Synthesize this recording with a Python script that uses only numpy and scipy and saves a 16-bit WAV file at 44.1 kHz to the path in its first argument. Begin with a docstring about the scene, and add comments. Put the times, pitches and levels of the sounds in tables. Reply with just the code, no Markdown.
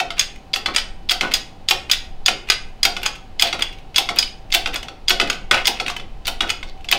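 """A steel link knocks home and a press frame hums: a pipe handle is pumping a bottle jack in a garage.
At each turn of the stroke the play in socket, pin and link is taken up in a short run of contacts:
the pipe rings, the linkage knocks and scrapes, the pin ticks. Late on comes one heavy clunk.
The walls answer each contact; a quiet room tone and a deep rumble lie below."""
import sys
import numpy as np
from scipy import signal
from scipy.fft import rfft, irfft
from scipy.io import wavfile

SR = 44100
rng = np.random.default_rng(int(sys.argv[2]) if len(sys.argv) > 2 else 0)


def inscribe(sig):
    """Save sig as 16-bit PCM at rate SR to the path in sys.argv[1].

    A 1-D sig is mono; a 2-D sig holds one channel per row.
    Samples are clipped to [-1, 1] before scaling.
    """
    pcm = np.round(np.clip(np.atleast_2d(sig).T, -1, 1) * 32767)
    wavfile.write(sys.argv[1], SR, pcm.astype(np.int16))


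N = 307818
CENTRE_HZ = 2500   # every centre_oct counts octaves above this pitch
SHUDDER_S = 0.018   # decay of the loose parts that rattle on after every knock


def from_db(db):
    """Decibels to gain."""
    return 10 ** (np.asarray(db) / 20)


def rms_one(x):
    """Scale to rms 1."""
    return x / np.sqrt(np.mean(x ** 2) + 1e-20)


def band(x, low_hz, high_hz):
    """Gentle band-pass."""
    sos = signal.butter(2, [low_hz, min(high_hz, .47 * SR)], "band", fs=SR, output="sos")
    return signal.sosfilt(sos, x)


def ring(force, hz, t60):
    """One mode: a unit click sets a sine of height 1 ringing."""
    r, w = from_db(-60 / (t60 * SR)), 2 * np.pi * hz / SR
    return signal.lfilter([0, np.sin(w)], [1, -2 * r * np.cos(w), r * r], force + 1e-18)


def chatter(start_s, span_s, retouch, count=4):
    """Loose parts meet in a first touch and a few weaker ones: sample indices and weights."""
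    is_retouch = np.arange(count) > 0
    late = rng.random((len(start_s), count)) * is_retouch
    weight = np.where(is_retouch, retouch, 1) * rng.choice([-1, 1], late.shape)
    at = (start_s[:, None] + span_s * late) * SR
    return np.clip(at.astype(int), 0, N - 1), weight


def clicks(touches, level_db):
    """The touches of all contacts as one click train."""
    at, weight = touches
    out = np.zeros(N)
    np.add.at(out, at, weight * from_db(level_db)[:, None])
    return out


def struck(modes, touches, blow_db, spread_db, detune, steps=5):
    """Blows of blow_db(hz) ring the modes; grip and joint load shift each pitch from blow to blow."""
    at, weight = touches
    scatter = rng.standard_normal((len(at), len(modes)))
    tuning = rng.integers(0, steps, scatter.shape)
    out = np.zeros(N)
    for k, (hz, mode_db, t60) in enumerate(modes):
        level_db = blow_db(hz) + mode_db + spread_db * scatter[:, k]
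        for step, ratio in enumerate(np.linspace(1 - detune, 1 + detune, steps)):
            chosen = weight * (tuning[:, k:k + 1] == step)
            out += (-1) ** k * ring(clicks((at, chosen), level_db), hz * ratio, t60)
    return out


def crack(touches, level_db, low_hz, high_hz, decay_s):
    """A burst of noise that dies quickly after each touch."""
    r = np.exp(-1 / (decay_s * SR))
    envelope = signal.lfilter([1], [1, -r], np.abs(clicks(touches, level_db)) + 1e-18)
    return envelope * rms_one(band(rng.standard_normal(N), low_hz, high_hz))


def contacts(start_s, pipe, knock, tick, frame, tilt, centre_oct, focus, ping=0):
    """One column per contact. Levels in dB; ping lifts the pin's ring over the tick.
    tilt brightens the pipe (dB per octave); focus is the dB a knock loses one octave off centre."""
    rows = np.broadcast_arrays(start_s, pipe, knock, tick, frame, tilt, centre_oct, focus, tick + ping)
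    return np.array(rows)


# the link knocking home: start_s, pipe_db, knock_db, tick_db, frame_db
SEAT_HITS = [(0.0, -36, -14, -33, -16.5), (0.5597, -37, -18.5, -23, -19), (1.1155, -12, -14, -21, -23.5),
             (1.7094, -8.5, -8.5, -16, -15), (2.2814, -31, -7, -23.5, -11),
             (2.8517, -6, -8.5, -15.5, -11.5), (3.4222, -3, -10.5, -12, -16.5),
             (3.9816, -4.5, -10.5, -12, -16), (4.5468, -6, -10, -11, -16), (5.1046, -22.5, -8.5, -26, -13),
             (5.677, -10, -11.5, -14.5, -13), (6.2784, -40, -15.5, -17.5, -18.5),
             (6.9242, -20, -8.5, -43, -12)]

def link_seats():
    """The link seats and takes the load; the knock sits higher when the pipe rings harder."""
    start_s, pipe, knock, tick, frame = np.transpose(SEAT_HITS)
    return contacts(start_s, pipe, knock, tick, frame, tilt=2.5, centre_oct=.36 + .018 * pipe, focus=5.6)


# modes of socket, link and jack body: pitch_hz, level_db, t60_s
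LINKAGE_MODES = [(880, -7, 0.02), (1125, -3.5, 0.029), (1302, -1.5, 0.029), (1470, -0.5, 0.031),
                 (1760, -5, 0.0081), (1890, -3.5, 0.023), (2142, -0.5, 0.025), (2296, 0.5, 0.027),
                 (2528, 4.5, 0.022), (2655, 0.5, 0.035), (2872, 2.5, 0.03), (3243, 1, 0.034),
                 (3565, 3, 0.022), (3990, 0, 0.023), (4233, 0, 0.019), (4530, 5.5, 0.016),
                 (5325, -6, 0.028), (5490, -3, 0.043), (6200, -8.5, 0.01)]

def linkage_knock(touches, knock_db, pipe_db, centre_oct, focus_db):
    """A short steel knock with a noisy attack; the spot that is hit favours modes near its centre."""
    def blow_db(hz):
        return knock_db - 3 - focus_db * (np.log2(hz / CENTRE_HZ) - centre_oct) ** 2

    body = struck(LINKAGE_MODES, touches, blow_db, spread_db=1.5, detune=.04)
    attack = crack(touches, knock_db - 11.5, 640, 5580, decay_s=.0055)
    shudder = crack(touches, np.maximum(knock_db, pipe_db - 3.5) - 21, 1610, 5950, SHUDDER_S)
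    return body + attack + shudder


# modes of the press frame and bed: pitch_hz, level_db, t60_s
FRAME_MODES = [(360, -17, .1), (546, -17, .12), (691, -9, .12), (730, -9, .14), (775, -10, .16),
               (830, -12, .1), (931, -14, .1), (1100, -15, .07)]

def frame_hum(touches, frame_db):
    """The heavy frame rings lower and longer than the linkage."""
    return struck(FRAME_MODES, touches, lambda hz: frame_db - 3, spread_db=2.5, detune=.015)


# bending modes of the pipe handle: pitch_hz, level_db, t60_s
PIPE_MODES = [(2116, -24, .03), (3386, -9, .035), (4904, -9, .03), (6604, -16, .028), (8473, -22, .028),
              (10420, -32, .025)]

def pipe_ring(touches, pipe_db, tilt_db):
    """The pipe clinks, damped at once by the hand."""
    def blow_db(hz):
        return pipe_db + 3 + tilt_db * np.log2(min(hz, 8000) / 4000)

    return struck(PIPE_MODES, touches, blow_db, spread_db=1.5, detune=.009)


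def bright_tick(touches, tick_db):
    """The top edge of a contact: a treble snap with a faint shudder behind it."""
    snap = crack(touches, tick_db - 7, 3100, 20000, decay_s=.0023)
    return snap + crack(touches, tick_db - 24.5, 4300, 15400, SHUDDER_S)


# modes of the pin: pitch_hz, level_db, t60_s
PIN_MODES = [(7600, -9, .012), (12200, -7, .02), (15450, -13, .015)]

def pin_ping(touches, pin_db):
    """The small hard pin pings under the brightest ticks."""
    return struck(PIN_MODES, touches, lambda hz: pin_db - 4.5, spread_db=3, detune=.004)


# the garage's decay in octave bands: centre_hz, t60_s, level_db
GARAGE_BANDS = [(324, 0.47, 6), (582, 0.25, 11.5), (1270, 0.37, 5), (2300, 0.42, 0), (4140, 0.29, 5.5),
                (7540, 0.38, -4), (13700, 0.2, -1)]

def reflections(gap_s=.001):
    """A short, dense tail from walls and clutter."""
    t = np.arange(int(.7 * SR)) / SR
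    tail, noise = 0, rng.standard_normal((2, len(t)))
    for k, (hz, t60, db) in enumerate(GARAGE_BANDS):
        tail += from_db(db - 60 * t / t60) * band(noise[k % 2], hz / 2 ** .5, hz * 2 ** .5)
    tail *= np.clip(t / gap_s - 1, 0, 1)
    return tail / np.sqrt(np.sum(tail ** 2))


def garage_echo(x, count=8, step_s=.11):
    """Handle and arm keep moving, so the paths to the walls change: a cycle of crossfaded tails."""
    place = np.arange(N) / SR / step_s
    wet = np.zeros(N)
    for k in range(count):
        distance = np.abs((place - k + count / 2) % count - count / 2)
        share = np.clip(1 - distance, 0, 1)
        wet += signal.fftconvolve(x * np.sqrt(share), reflections())[:N]
    return wet


# colour of the room tone: pitch_hz, relative_db
ROOM_SPECTRUM = [(60, -8.5), (107, -9.5), (300, -18), (574, -22.5), (759, -18), (1190, -29), (2500, -34),
                 (4300, -35.5), (6180, -44.5), (8000, -48.5), (14300, -56.5), (16000, -51)]
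# faint hums in the room: pitch_hz, width_hz, level_db
ROOM_HUMS = [(64, 4.5, -52), (201.2, 6.5, -58.5), (772, 25, -53.5), (2590, 87, -67), (2993, 25, -67)]

def room_tone(level_db=-45):
    """A steady bed of broad noise with a few narrow resonances in it."""
    hz = np.maximum(np.arange(N // 2 + 1) * SR / N, 1)
    point_hz, point_db = np.transpose(ROOM_SPECTRUM)
    shape_db = np.interp(np.log(hz), np.log(point_hz), point_db)
    air = irfft(rfft(rng.standard_normal(N)) * from_db(shape_db) * (hz > 45), N)
    hum = sum(from_db(db) * rms_one(ring(rng.standard_normal(N), pitch_hz, 2.9 / width_hz))
              for pitch_hz, width_hz, db in ROOM_HUMS)
    return from_db(level_db) * rms_one(air) + hum


# fader ride of the rumble: time_s, level_db
RUMBLE_RIDE = [(0.05, -47), (0.09, -34), (0.67, -38), (0.7, -30.5), (1.86, -37), (2.21, -30), (2.38, -35.5),
               (3.83, -34), (3.93, -38), (4.82, -27), (4.91, -44.5), (5.14, -29), (5.78, -35), (6.4, -29.5),
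               (6.48, -35), (6.98, -32)]

def deep_rumble():
    """Sub-bass noise that rises and dips."""
    level_db = np.interp(np.arange(N) / SR, *np.transpose(RUMBLE_RIDE))
    return from_db(level_db) * rms_one(band(rng.standard_normal(N), 7, 24))


def dull_thuds(rise_s=.02, fall_s=.066, floor_db=-57):
    """Low noise swells from a faint floor after each seat and clack."""
    t = np.arange(N) / SR
    thuds = [(start_s, frame_db - 20) for start_s, *_, frame_db in SEAT_HITS]
    thuds += [(start_s, thud_db) for start_s, *_, thud_db in CLACK_HITS]
    swell = np.full(N, from_db(floor_db))
    for start_s, db in thuds:
        age = np.maximum(t - start_s, 0)
        swell += from_db(db) * (1 - np.exp(-age / rise_s)) * np.exp(-age / fall_s)
    return swell * rms_one(band(rng.standard_normal(N), 180, 550))


# mid-stroke clacks: start_s, knock_db, second_touch_db, rub_db, rub_s, thud_db
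CLACK_HITS = [(.1045, -24, -45, -38, .03, -52), (.6594, -15.5, -43, -20, 0.042, -30),
              (1.2096, -13, -29, -17, 0.071, -25.5), (2.966, -21, -48, -40, .03, -42),
              (3.528, -18.5, -31, -23.5, 0.033, -32.5), (4.0889, -16.5, -32, -25, 0.028, -33),
              (4.6591, -17.5, -23.5, -31, 0.034, -32.5), (4.8836, -30.5, -61, -53, .02, -47),
              (5.1989, -11, -16, -22.5, .05, -23), (5.7995, -18, -31, -38, .03, -31.5),
              (5.9971, -34.5, -61, -58, 0.022, -42.5), (6.4061, -15, -24, -21, 0.055, -31.5),
              (6.6286, -29.5, -50, -50, .02, -48)]

def dull_clacks(gap_s=.013):
    """The linkage clacks in mid-stroke and touches again just after."""
    start_s, knock, second = np.transpose(CLACK_HITS)[:3]
    clack = contacts(start_s, knock + 2.8, knock, tick=2 * knock - 15, frame=knock - 4,
                     tilt=-19, centre_oct=-.6, focus=2.2)
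    touch = contacts(start_s + gap_s, second - 11, second, tick=second - 24, frame=second - 9,
                     tilt=-17, centre_oct=-.3, focus=2.8)
    return np.hstack([clack, touch])


# longer rattles after a contact: start_s, end_s, start_db, end_db, centre_oct
RATTLES = [(3.427, 3.491, -30, -26.5, 0.45), (5.517, 5.626, -18, -33, -0.23),
           (5.725, 5.79, -52, -37.5, -0.065), (6.638, 6.7, -66, -41.5, 0.81)]

def steel_scrapes(grains_per_s=1500, focus_db=24.5, rub_delay_s=.018, run_up_s=.026):
    """Rough steel on steel: grains ring the linkage in rattles, after clacks and before returns."""
    rubs = [(s + rub_delay_s, s + rub_delay_s + rub_s, db, db - 24.5, -.74)
            for s, _, _, db, rub_s, _ in CLACK_HITS]
    run_ups = [(s - run_up_s, s, db - 1.5, db, .18) for s, _, _, db, _ in RETURN_HITS]
    grains = rng.standard_normal(N) * (rng.random(N) < grains_per_s / SR)
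    scrape = np.zeros(N)
    for hz, mode_db, t60 in LINKAGE_MODES:
        force = np.zeros(N)
        for start_s, end_s, start_db, end_db, centre_oct in RATTLES + rubs + run_ups:
            span = slice(int(start_s * SR), int(end_s * SR))
            fade_db = np.linspace(start_db, end_db, span.stop - span.start)
            force[span] += from_db(fade_db - focus_db * (np.log2(hz / CENTRE_HZ) - centre_oct) ** 2)
        scrape += ring(force * grains * from_db(mode_db - 9.5), hz, t60)
    # the force at the highest mode is the finest grit, heard as a thin hiss
    return scrape + from_db(-14.5) * band(force * grains, 5500, 14000)


# the link going slack: start_s, knock_db, tick_db
SLACK_HITS = [(.181, -25, -42), (0.739, -30, -54), (0.747, -20.5, -34), (1.317, -23, -36),
              (1.8975, -18, -49), (2.487, -26, -37), (3.031, -22, -25), (3.056, -23, -31),
              (3.5914, -25, -35), (3.944, -31, -46), (4.16, -31, -29), (4.7357, -32, -56.5),
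              (4.7424, -28, -27), (5.2737, -27, -42.5), (5.6465, -27, -50), (5.8624, -23.5, -56.5),
              (5.8802, -19.5, -31), (6.4934, -20, -33)]

def link_slackens():
    """The link lets go with a light knock before the handle turns."""
    start_s, knock, tick = np.transpose(SLACK_HITS)
    return contacts(start_s, knock - 16, knock, tick, frame=knock - 15,
                    tilt=.1, centre_oct=-.15, focus=9.7)


# clinks at the turn of the stroke: start_s, pipe_db, tick_db, run_up_db, knock_db
RETURN_HITS = [(0.1942, 0, -18.5, -37, -15), (.762, -1.5, -26, -42, -14.5), (1.3384, -2, -13.5, -30, -15.5),
               (1.914, 1, -12.5, -44, -16.5), (2.5, 0, -28, -43, -9), (3.0611, -7.5, -30, -34, -12.5),
               (3.6223, -7.5, -24.5, -29, -11.5), (4.187, -1, -14, -26, -17),
               (4.7589, -11.5, -41, -31, -19), (5.2994, -9.5, -28.5, -40, -13),
               (5.899, -29, -40, -30.5, -18.5), (6.5014, -11, -28, -34, -15)]

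def pipe_returns():
    """The pipe hits the other side of the socket; the knock sits higher with a louder tick."""
    start_s, pipe, tick, _, knock = np.transpose(RETURN_HITS)
    return contacts(start_s, pipe, knock, tick, frame=-32,
                    tilt=3.2, centre_oct=1.58 + .07 * tick, focus=6.5)


# rebounds of the pipe: start_s, pipe_db, knock_db
BOUNCE_HITS = [(0.211, -16, -23), (.7799, -21, -16), (1.3516, -14, -24), (1.9323, -28, -18.5),
               (2.519, -21, -16.5), (4.226, -17, -20.5)]

def pipe_bounces():
    """After some returns the pipe bounces once in the socket."""
    start_s, pipe, knock = np.transpose(BOUNCE_HITS)
    return contacts(start_s, pipe, knock, tick=-39.5, frame=-46, tilt=5, centre_oct=.23, focus=10)


# small chirps of the link: start_s, knock_db
CHIRP_HITS = [(.3589, -39), (1.2725, -36), (2.4723, -42.5), (3.0168, -35), (3.1549, -32), (3.7272, -35),
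              (3.7851, -41), (4.275, -36), (4.5028, -34.5), (4.8287, -26), (5.3106, -42), (5.3286, -24),
              (5.9162, -52), (5.964, -23), (6.473, -35), (6.775, -49), (6.807, -44.5), (6.844, -31.5)]

def link_chirps():
    """The loose link rings a narrow cluster of modes."""
    start_s, knock = np.transpose(CHIRP_HITS)
    return contacts(start_s, knock - 18, knock, tick=knock - 14, frame=knock - 6,
                    tilt=4, centre_oct=.11, focus=39)


# clinks that open a stroke: start_s, pipe_db, graze_db
STRIKE_HITS = [(.5382, -6, -18.5), (1.0946, -6, -18.5), (1.6863, -1, -35), (2.2608, 0, -32),
               (2.8309, 1, -48), (3.396, -3, -32.5), (3.9605, -1.5, -29), (4.5242, -5.5, -22),
               (5.0822, -2, -33), (5.6548, -5.5, -31), (6.2549, -21, -35), (6.887, -16, -51.5),
               (6.914, -6, -34)]

def pipe_strikes(graze_lead_s=.005):
    """The pipe grazes the socket, then hits it; a harder strike rings brighter."""
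    start_s, pipe, graze = np.transpose(STRIKE_HITS)
    strike = contacts(start_s, pipe, knock=-18 + .45 * pipe, tick=-29 + 1.1 * pipe, frame=-37.5,
                      tilt=-1.5 + np.maximum(1.5 * pipe, -12), centre_oct=.7, focus=11)
    lead_in = contacts(start_s - graze_lead_s, graze, knock=graze - 5, tick=graze - 20, frame=-50,
                       tilt=-6, centre_oct=.7, focus=11)
    return np.hstack([strike, lead_in])


# snaps of the pin: start_s, pipe_db, knock_db, tick_db, ping_db
SNAP_HITS = [(1.1092, -12.5, -18, -18, 2), (1.7, -30, -29, -32, 16), (2.843, -34, -28, -34, 10),
             (3.4119, -26, -22, -18.5, 6), (3.9727, -26, -22, -26.5, 3), (4.5394, -16, -14, -18, 9.5),
             (5.095, -10.5, -18, -19, 7), (5.6708, -3.5, -16.5, -13.5, 11.5),
             (6.2694, -37, -22.5, -17.5, -3), (6.914, -30, -32, -16.5, 13)]

def pin_snaps():
    """The pin snaps over with a bright ping."""
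    start_s, pipe, knock, tick, ping = np.transpose(SNAP_HITS)
    return contacts(start_s, pipe, knock, tick, frame=knock - 9,
                    tilt=1, centre_oct=.26, focus=5.3, ping=ping)


# the clunk and its rebound: start_s, knock_db
CLUNK_HITS = [(5.5112, -5.5), (5.5431, -13.5)]

def press_clunk():
    """One heavy, dark blow in the press shakes the frame and rebounds."""
    start_s, knock = np.transpose(CLUNK_HITS)
    return contacts(start_s, knock - 9, knock, tick=knock - 30, frame=knock - 4,
                    tilt=1, centre_oct=-.51, focus=5.2)


def scene():
    """Every contact rings pipe, linkage and frame, close by, over the garage's echo and background."""
    hits = np.hstack([pipe_strikes(), pin_snaps(), link_seats(), dull_clacks(), link_slackens(),
                      pipe_returns(), pipe_bounces(), link_chirps(), press_clunk()])
    start_s, pipe_db, knock_db, tick_db, frame_db, tilt_db, centre_oct, focus_db, pin_db = hits
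    tight = chatter(start_s, span_s=.002, retouch=.37)
    loose = chatter(start_s, span_s=.004, retouch=.35)
    pipe = pipe_ring(tight, pipe_db, tilt_db)
    knocks = linkage_knock(loose, knock_db, pipe_db, centre_oct, focus_db)
    ticks = bright_tick(loose, tick_db) + pin_ping(tight, pin_db)
    frame = frame_hum(tight, frame_db)
    linkage = knocks + ticks + steel_scrapes()
    direct = pipe + linkage + from_db(-3.5) * frame
    echo = garage_echo(from_db(-11.5) * pipe + from_db(-9) * linkage + from_db(-7.5) * frame)
    return (direct + echo + room_tone() + deep_rumble() + dull_thuds())[None]


def record(dry, ceiling=.9, cutoff_hz=16100):
    """The loudest contacts clip softly; a steep low-pass takes off the very top."""
    clipped = dry / (1 + np.abs(dry / ceiling) ** 8) ** (1 / 8)
    return signal.sosfilt(signal.cheby2(22, 60, cutoff_hz, fs=SR, output="sos"), clipped)


dry = scene()
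out = record(dry)
inscribe(out)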